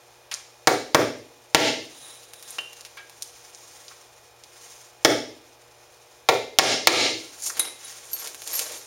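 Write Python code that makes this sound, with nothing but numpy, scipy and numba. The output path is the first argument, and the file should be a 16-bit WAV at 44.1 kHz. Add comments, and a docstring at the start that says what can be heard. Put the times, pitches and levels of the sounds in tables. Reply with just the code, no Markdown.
"""A workshop: a hammer drives nails through a stretched hide into a plywood box, seven sharp blows.
Each blow is a steel crack (shaped noise burst) over a box thump (noise burst and ringing modes).
Between them nails tick and clink (noise touches, decaying sines), and the hammer makes light knocks.
A jacket rustles and fingers rub the hide (grainy noise); the lights hum (harmonics) under steady air.
The recorder's limiter ducks at each blow and lets the room swell back up."""
import sys
import numpy as np
from scipy import signal
from scipy.fft import rfft, irfft, next_fast_len
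from scipy.io import wavfile
from scipy.ndimage import uniform_filter1d
from numba import njit

SR = 44100
rng = np.random.default_rng(int(sys.argv[2]) if len(sys.argv) > 2 else 0)


def master_out(mix):
    """Clip the mix to full scale and print it as 16-bit PCM to the path in sys.argv[1]."""
    frames = np.transpose(np.atleast_2d(mix))
    ceiling = np.clip(frames, -1, 1)
    pcm = np.round(ceiling * 32767).astype(np.int16)
    wavfile.write(sys.argv[1], SR, pcm)


N = 390726
TIME = np.arange(N) / SR  # s

# What the steel pieces ring with, on the bench and in the hand; the standing nail is still high
# above the wood and sings on after its blow.
# Each row: frequency in Hz, relative level in dB, t60 in seconds.
LONG_NAIL = [(2783, -1.5, 0.079), (3056, -5, 0.15), (5211, -28, .15), (8250, -31, .06)]
LOOSE_TOOL = [(1630, -1.5, 0.49), (2309, -2, .2), (3250, -10, .2)]
NAIL_BUNCH = [(2084, -17, 0.4), (3410, -11, 0.17), (3835, -0.5, .18), (4091, -14, 0.11), (6290, -8, 0.076),
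              (9000, 3, .025), (10030, 8, 0.055), (10400, 1, .04)]
HELD_NAIL = [(4460, -13.5, 0.19), (12200, -7, 0.089), (12520, -2, 0.12)]
STANDING_NAIL = [(3390, -6, .3), (5650, -11, .2), (9040, -12, .12)]


def undb(db):
    """Turn dB into an amplitude gain."""
    return 10 ** (np.asarray(db) / 20)


def unit(x):
    """Scale x to rms 1."""
    return x / np.sqrt(np.mean(x ** 2))


def at_hz(points, hz):
    """Read (Hz, value) points on a log-frequency axis."""
    point_hz, values = np.transpose(points)
    return np.interp(np.log(np.maximum(hz, 1)), np.log(point_hz), values)


def bump(hz, centre_hz, octaves):
    """A bell on the log-frequency axis, 1 at its centre."""
    return np.exp(-(np.log2(hz / centre_hz) / octaves) ** 2)


def fade(t, t60):
    """Exponential decay that loses 60 dB in t60 seconds."""
    return np.exp(-np.log(1000) * t / t60)


def colour(x, db_at):
    """Filter x by the gain curve db_at(Hz), then bring it to rms 1."""
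    n = next_fast_len(len(x), real=True)
    hz = np.maximum(np.fft.rfftfreq(n, 1 / SR), 1)
    return unit(irfft(rfft(x, n) * undb(db_at(hz)), n)[:len(x)])


def noise(points, n):
    """Noise with the spectrum of (Hz, dB) points, at rms 1."""
    return colour(rng.standard_normal(n), lambda hz: at_hz(points, hz))


def walk(rate_hz):
    """Random wander in straight lines between normal draws, rate_hz of them a second."""
    return np.interp(TIME * rate_hz, np.arange(2000), rng.standard_normal(2000))


def ring(modes, t):
    """Resonance: decaying sines (Hz, dB, t60 in s) with chance phases."""
    return sum(undb(db) * fade(t, t60) * np.sin(2 * np.pi * (hz * t + rng.random()))
               for hz, db, t60 in modes)


def burst(db_at, t60):
    """A dying noise burst with the smooth spectrum db_at(Hz) and energy 1."""
    t = TIME[:SR // 3]
    gain = undb(db_at(np.maximum(np.fft.rfftfreq(len(t), 1 / SR), 1)))
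    x = rng.standard_normal(len(t)) * fade(t, t60)
    for _ in range(4):  # even out the spectrum, keep the decay
        phase = np.angle(rfft(x))
        x = irfft(gain * np.exp(1j * phase), len(t)) * fade(t, 4 * t60)
    return x / np.sqrt(np.sum(x ** 2))


def add(track, s, x):
    """Mix x into the track at time s."""
    i = int(s * SR)
    track[i:i + len(x)] += x[:N - i]


def hammer(modes_db=-10, thump_db=24, crack_db=22, thump_t60=0.081, crack_t60=0.042,
           nail_octaves=0.15, push_s=0.00089):
    """Each blow cracks on the nail head, rings the held nail briefly and thumps the box."""
    # Hammer blows. Each row: start in seconds, relative board thump in dB, relative steel crack in dB,
    # crack treble in dB, first and second nail mode in Hz, lift of both modes in dB.
    blow_rows = [(0.6723, -4.5, -8, 9, 2130, 4100, 4), (0.9464, -1.5, -8, 4.5, 3400, 5440, 4.2),
                 (1.547, 3.5, 8, -6, 1530, 2950, 3.3), (5.0479, -2.5, -4, 4.5, 3340, 5420, 6.9),
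                 (6.288, -5.5, -8, -4, 2220, 3750, 5.3), (6.5867, 3, 9.5, -0.5, 1980, 5340, 3.5),
                 (6.8719, 8.5, 16, -2, 2300, 4130, 3.9)]
    # Modes of the plywood box. Each row: frequency in Hz, relative level in dB, t60 in seconds.
    board_modes = [(112, -5, 0.12), (299, -11, 0.067), (345, -12, 0.05), (471, -4, 0.08), (587, -20, 0.03),
                   (760, 2, 0.053), (942, 3.5, 0.034), (1163, 3, 0.034), (1736, -30, 0.034),
                   (2000, -40, 0.047)]
    # Dense upper modes of the board. Each row: frequency in Hz, relative level in dB.
    thump_spectrum = [(50, -32), (85, -3.5), (160, 0.5), (230, -3), (320, 5.5), (480, 8), (700, 9),
                      (1200, 2.5), (2200, 1), (4000, -31), (9000, -21)]
    # The crack of steel on steel. Each row: frequency in Hz, relative level in dB.
    crack_spectrum = [(300, -48), (800, -4), (1300, -0.5), (2000, 1.5), (3200, 2.5), (5500, 2),
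                      (7000, -0.5), (9500, -9.5), (11500, -20.5), (15500, -36)]
    out, t = np.zeros(N), TIME[:SR // 3]
    for s, thump, crack, treble_db, first_hz, second_hz, lift_db in blow_rows:
        box = undb(modes_db) * ring(board_modes, t)
        box += undb(thump_db) * burst(lambda hz: at_hz(thump_spectrum, hz), thump_t60)
        box *= 1 - np.exp(-t / push_s)  # the heavy board takes a moment to move
        # a squarer hit makes a shorter contact and more top
        top = [(1500, 0), (9000, treble_db)]

        def steel_db(hz):
            # gripped by the wood, the nail's modes are broad
            shank = bump(hz, first_hz, nail_octaves) + bump(hz, second_hz, nail_octaves)
            return at_hz(crack_spectrum, hz) + at_hz(top, hz) + lift_db * shank

        steel = burst(steel_db, crack_t60)
        add(out, s, undb(thump) * box + undb(crack + crack_db) * steel)
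    return out


def clinks(clink_db=-3, neighbour_db=-7):
    """Steel pieces ring as free bars along with slightly detuned, shorter-lived neighbours."""
    # Steel pieces knocked. Each row: start in seconds, modes of the piece, relative level in dB.
    clink_rows = [(2.588, LONG_NAIL, -20), (2.974, LOOSE_TOOL, -41.5), (5.049, STANDING_NAIL, -19),
                  (7.5959, NAIL_BUNCH, -20.5), (7.846, NAIL_BUNCH, -39.5), (8.114, HELD_NAIL, -37),
                  (8.133, HELD_NAIL, -20), (8.194, HELD_NAIL, -32), (8.531, HELD_NAIL, -23.5),
                  (8.552, HELD_NAIL, -19.5), (8.780, HELD_NAIL, -40)]
    out, t = np.zeros(N), TIME[:SR // 2]
    for s, modes, strength_db in clink_rows:
        neighbours = []
        for hz, db, t60 in modes:
            for detune in rng.uniform(-.025, .025, size=4):
                neighbours.append((hz * (1 + detune), db + neighbour_db, t60 * .5))
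        add(out, s, undb(clink_db + strength_db) * ring(modes + neighbours, t))
    return out


def contact(centre_hz, octaves, t60, soft_hz=11500):
    """A light touch with energy 1; the contact time rounds off the very top."""
    def touch_db(hz):
        band_db = np.maximum(-6 * (np.log2(hz / centre_hz) / octaves) ** 2, -55)
        return band_db - 10 * np.log10(1 + (hz / soft_hz) ** 6)
    return burst(touch_db, t60)


def handling(tick_db=-2, knock_db=-2, tick_t60=0.0175, fidget_hz=6800, fidget_octaves=3.5, scatter_db=5):
    """Ticks and light knocks, with fainter ticks scattered by chance while the hands are busy."""
    # Dry ticks of nails and fingertips.
    # Each row: start in seconds, relative energy in dB, centre in Hz, width in octaves.
    tick_rows = [(0.3406, 1.5, 6200, 0.53), (2.335, -12.5, 7000, 3.1), (2.426, -13.5, 8000, 2.5),
                 (2.506, -8, 9150, 0.38), (2.809, -14, 5760, 1), (2.85, -11.5, 4020, 1.3),
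                 (3.2229, -1, 6650, 0.81), (3.548, -14, 6260, 0.48), (3.881, -14.5, 4500, 0.59),
                 (4.437, -16.5, 4880, .9), (7.595, 9.5, 9650, .4), (8.132, -2.5, 10800, 1),
                 (8.273, -4, 6500, 1.8), (8.475, -4, 7600, 1.1), (8.5928, 5, 8000, 2)]
    # Light knocks of the hammer and hand on the work.
    # Each row: start in seconds, relative energy in dB, centre in Hz, width in octaves, t60 in seconds.
    knock_rows = [(0.3134, 0, 2640, 1.55, 0.23), (2.5843, -3.5, 1370, 1.7, 0.036),
                  (2.971, -11, 1740, 1.33, 0.3), (3.911, -18.5, 1200, .8, .15),
                  (7.501, -7.5, 1390, 0.56, .02), (7.569, -4.5, 2500, 7.2, 0.12),
                  (7.5953, -0.5, 1580, 2.2, 0.027), (8.712, -14.5, 485, 0.43, .086)]
    # Spells of faint ticks. Each row: start and end in seconds, ticks per second, mean energy in dB.
    fidget_rows = [(2.349, 3.15, 6.4, -23), (8.151, 8.79, 14, -15.5)]
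    out = np.zeros(N)
    for s, db, centre_hz, octaves in tick_rows:
        add(out, s, undb(db + tick_db) * contact(centre_hz, octaves, tick_t60))
    for s, db, centre_hz, octaves, t60 in knock_rows:
        add(out, s, undb(db + knock_db) * contact(centre_hz, octaves, t60))
    faint = contact(fidget_hz, fidget_octaves, tick_t60)
    for start, end, rate, db in fidget_rows:
        chances = rng.uniform(-1, 1, size=(32, 2))
        for slot, (late, size) in zip(np.arange(start, end, 1 / rate), chances):
            s = min(slot + late / (2 * rate), end)
            add(out, s, undb(db + scatter_db * size) * faint)
    return out


def swells(rows):
    """Gain of smooth movements (s, dB, length s): a bell each, about 9 dB down at its ends."""
    return np.sqrt(sum((undb(db) * np.exp(-(2 * (TIME - s) / length) ** 2)) ** 2
                       for s, db, length in rows))


def stroke(s, rise_s, fall_s):
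    """Gain of one stroke: it grows by 20 dB over the rise and loses as much over the fall."""
    return undb(-20 * np.maximum((s - TIME) / rise_s, (TIME - s) / fall_s))


def friction(gain, spectrum, grain_db, flutter_db):
    """A dense run of tiny slips of uneven size, coming in gusts."""
    grains = undb(grain_db * rng.standard_normal(N // 32 + 1))
    size = np.repeat(grains, 32)[:N]  # each grain lasts 32 samples
    slips = colour(rng.standard_normal(N) * size, lambda hz: at_hz(spectrum, hz))
    return slips * gain * undb(flutter_db * walk(60))


def rubbing(cloth_rest_db=-60):
    """The sleeve swishes, nails slide together, and each stroke draws hand and nail point over the hide."""
    # Jacket sleeve, one swish for each arm movement.
    # Each row: fastest moment in seconds, level in dB, length in seconds.
    swishes = [(2.05, -51, 0.57), (2.52, -46, 0.2), (2.77, -54, 0.44), (3.38, -53, 0.82),
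               (3.81, -50.5, 0.56), (4.69, -47.5, 0.33), (6.1, -58.5, 0.31), (7.25, -47.5, 0.75),
               (7.9, -42.5, 0.23), (8.5, -53, 0.93)]
    # Nails sliding on each other. Each row: fastest moment in seconds, level in dB, length in seconds.
    slides = [(2.07, -46, 0.23), (2.47, -51, 0.33)]
    # Strokes of the hand over the hide, a nail point trailing. Each row: fastest moment in seconds,
    # hand level in dB, nail point level in dB, rise in seconds, fall in seconds.
    strokes = [(7.47, -50, -24, 0.063, 0.046), (7.62, -36, -55, 0.12, 0.13),
               (8.255, -42, -37.5, 0.29, 0.12), (8.56, -37, -29.5, .16, 0.23),
               (8.75, -40.5, -43, 0.16, 0.064)]
    # Spectra of the jacket, the sliding nails, the hand on the hide and the dry hide under a nail point.
    # Each row: frequency in Hz, relative level in dB.
    cloth_spectrum = [(300, -8.5), (1000, 1), (2500, 0.5), (4500, 2), (6300, 8), (9500, 1.5), (12000, -8.5),
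                      (15500, -7.5)]
    steel_spectrum = [(2800, -24), (3550, -14.5), (3900, -5.5), (4350, -30), (8500, -16.5), (10400, -13),
                      (11200, -30)]
    hide_spectrum = [(150, -18), (450, 7.5), (1200, 5.5), (3000, 4), (6500, 6), (10000, -7), (15500, -24)]
    point_spectrum = [(1500, -21), (3000, -13.5), (5000, -2), (6500, 5.5), (10000, 0), (12500, -8),
                      (15500, -14)]
    sleeve = np.hypot(swells(swishes), undb(cloth_rest_db))  # the jacket never lies quite still
    hand = sum(undb(db) * stroke(s, rise, fall) for s, db, _, rise, fall in strokes)
    point = sum(undb(db) * stroke(s, rise, fall) for s, _, db, rise, fall in strokes)
    return (friction(sleeve, cloth_spectrum, grain_db=2.5, flutter_db=2.3)
            + friction(swells(slides), steel_spectrum, grain_db=4.0, flutter_db=0.8)
            + friction(hand, hide_spectrum, grain_db=4.5, flutter_db=3.5)
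            + friction(point, point_spectrum, grain_db=5.0, flutter_db=2))


def workshop(x, tail_db=-6, build_s=0.0051, echoes=((.0037, -8), (.0064, -6))):
    """Two near reflections (s, dB), then a diffuse tail that builds up."""
    # Colour of the room tail. Each row: frequency in Hz, relative level in dB.
    room_spectrum = [(60, 7), (120, 3.5), (300, 11), (600, 6.5), (1200, 4), (3000, 2.5), (6500, 0.5),
                     (10000, 2.5), (15000, 5.5)]
    # Decay of the room tail. Each row: frequency in Hz, t60 in seconds.
    room_t60 = [(80, 0.5), (250, 0.54), (450, 0.53), (1000, 0.29), (3000, 0.5), (6500, 0.52), (14000, 0.27)]
    build = 1 - np.exp(-TIME[:SR] / build_s)
    spectrum = rfft(dying(rng.standard_normal(SR), room_t60) * build)
    power = abs(spectrum) ** 2
    # the clutter scatters evenly, so no narrow band stands out
    spectrum *= np.sqrt(uniform_filter1d(power, size=500) / uniform_filter1d(power, size=40))
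    tail = colour(irfft(spectrum, SR), lambda hz: at_hz(room_spectrum, hz))[:3 * SR // 4]
    response = undb(tail_db) * tail / np.sqrt(np.sum(tail ** 2))
    for s, db in echoes:
        response[int(s * SR)] += undb(db)
    return signal.fftconvolve(x, response)[:N]


def dying(x, t60_points):
    """Let each half octave of x die at its own rate."""
    t, spectrum = TIME[:len(x)], rfft(x)
    half_octave = 2 * np.log2(np.maximum(np.fft.rfftfreq(len(x), 1 / SR), 2 ** 5))
    out = np.zeros(len(x))
    for k in range(10, 30):
        band = irfft(spectrum * np.maximum(1 - abs(half_octave - k), 0), len(x))
        out += band * fade(t, at_hz(t60_points, 2 ** (k / 2)))
    return out


def background(air_db=-56, hum_db=0, waver_db=1.0):
    """Steady hiss and slightly wavering mains harmonics."""
    # Workshop air. Each row: frequency in Hz, relative level in dB.
    air_spectrum = [(25, -12.5), (45, 7), (65, 6), (150, -3.5), (260, -2.5), (450, 6.5), (800, 6.5),
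                    (1500, -0.5), (4200, -5), (6600, -17.5), (9000, -21), (11000, -12), (15500, -16)]
    # Mains hum of the lights. Each row: frequency in Hz, level in dB rms.
    hum_rows = [(60, -89), (120, -69), (360, -70), (480, -65.5), (600, -69.5), (720, -70), (840, -68),
                (2340, -77), (2460, -69), (2940, -85), (3660, -74.5), (5220, -72.5), (5340, -79)]
    hum = sum(undb(db + waver_db * walk(4.2)) * np.sin(2 * np.pi * (hz * TIME + rng.random()))
              for hz, db in hum_rows)
    # the root of 2 turns rms into peak level
    return undb(air_db) * noise(air_spectrum, N) + undb(hum_db) * np.sqrt(2) * hum


def scene(small_db=-0.5, small_room_db=-1):
    """Blows and small handling sounds in the workshop, over its hum."""
    blows = hammer()
    small = handling() + clinks() + rubbing()
    direct = blows + undb(small_db) * small
    room = workshop(blows + undb(small_room_db) * small)
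    return (direct + room + background())[None]


@njit
def follow(x, attack, release):
    """Peak follower: charges quickly, leaks slowly."""
    out, level = np.empty(len(x)), 0.
    for i in range(len(x)):
        level += max(abs(x[i]) - level, 0.) * attack - level * release
        out[i] = level
    return out


def record(dry, limit_db=-5, attack_s=0.00021, release_s=0.061, lag_s=0.00071, ceiling=0.78,
           low_cut_hz=65, top_hz=15900):
    """Recorder: a limiter whose overshoot clips, a low cut, two notches against motor noise, a cut top."""
    x = dry[0]
    envelope = follow(x, 1 / (attack_s * SR), 1 / (release_s * SR))
    duck = 1 - 1 / np.maximum(envelope / undb(limit_db), 1)
    # the gain comes down a moment late, so the first milliseconds of a blow overload
    pole = np.exp(-1 / (lag_s * SR))
    late_duck = signal.lfilter([1 - pole], [1, -pole], duck)
    x = np.clip(x * (1 - late_duck), -ceiling, ceiling)
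    x = signal.sosfilt(signal.butter(2, low_cut_hz, "high", fs=SR, output="sos"), x)
    for notch_hz, width_hz in ((190, 68), (7880, 780)):
        x = signal.lfilter(*signal.iirnotch(notch_hz, notch_hz / width_hz, fs=SR), x)
    return signal.sosfilt(signal.ellip(10, .2, 70, top_hz, fs=SR, output="sos"), x)[None]


dry = scene()
out = record(dry)
master_out(out)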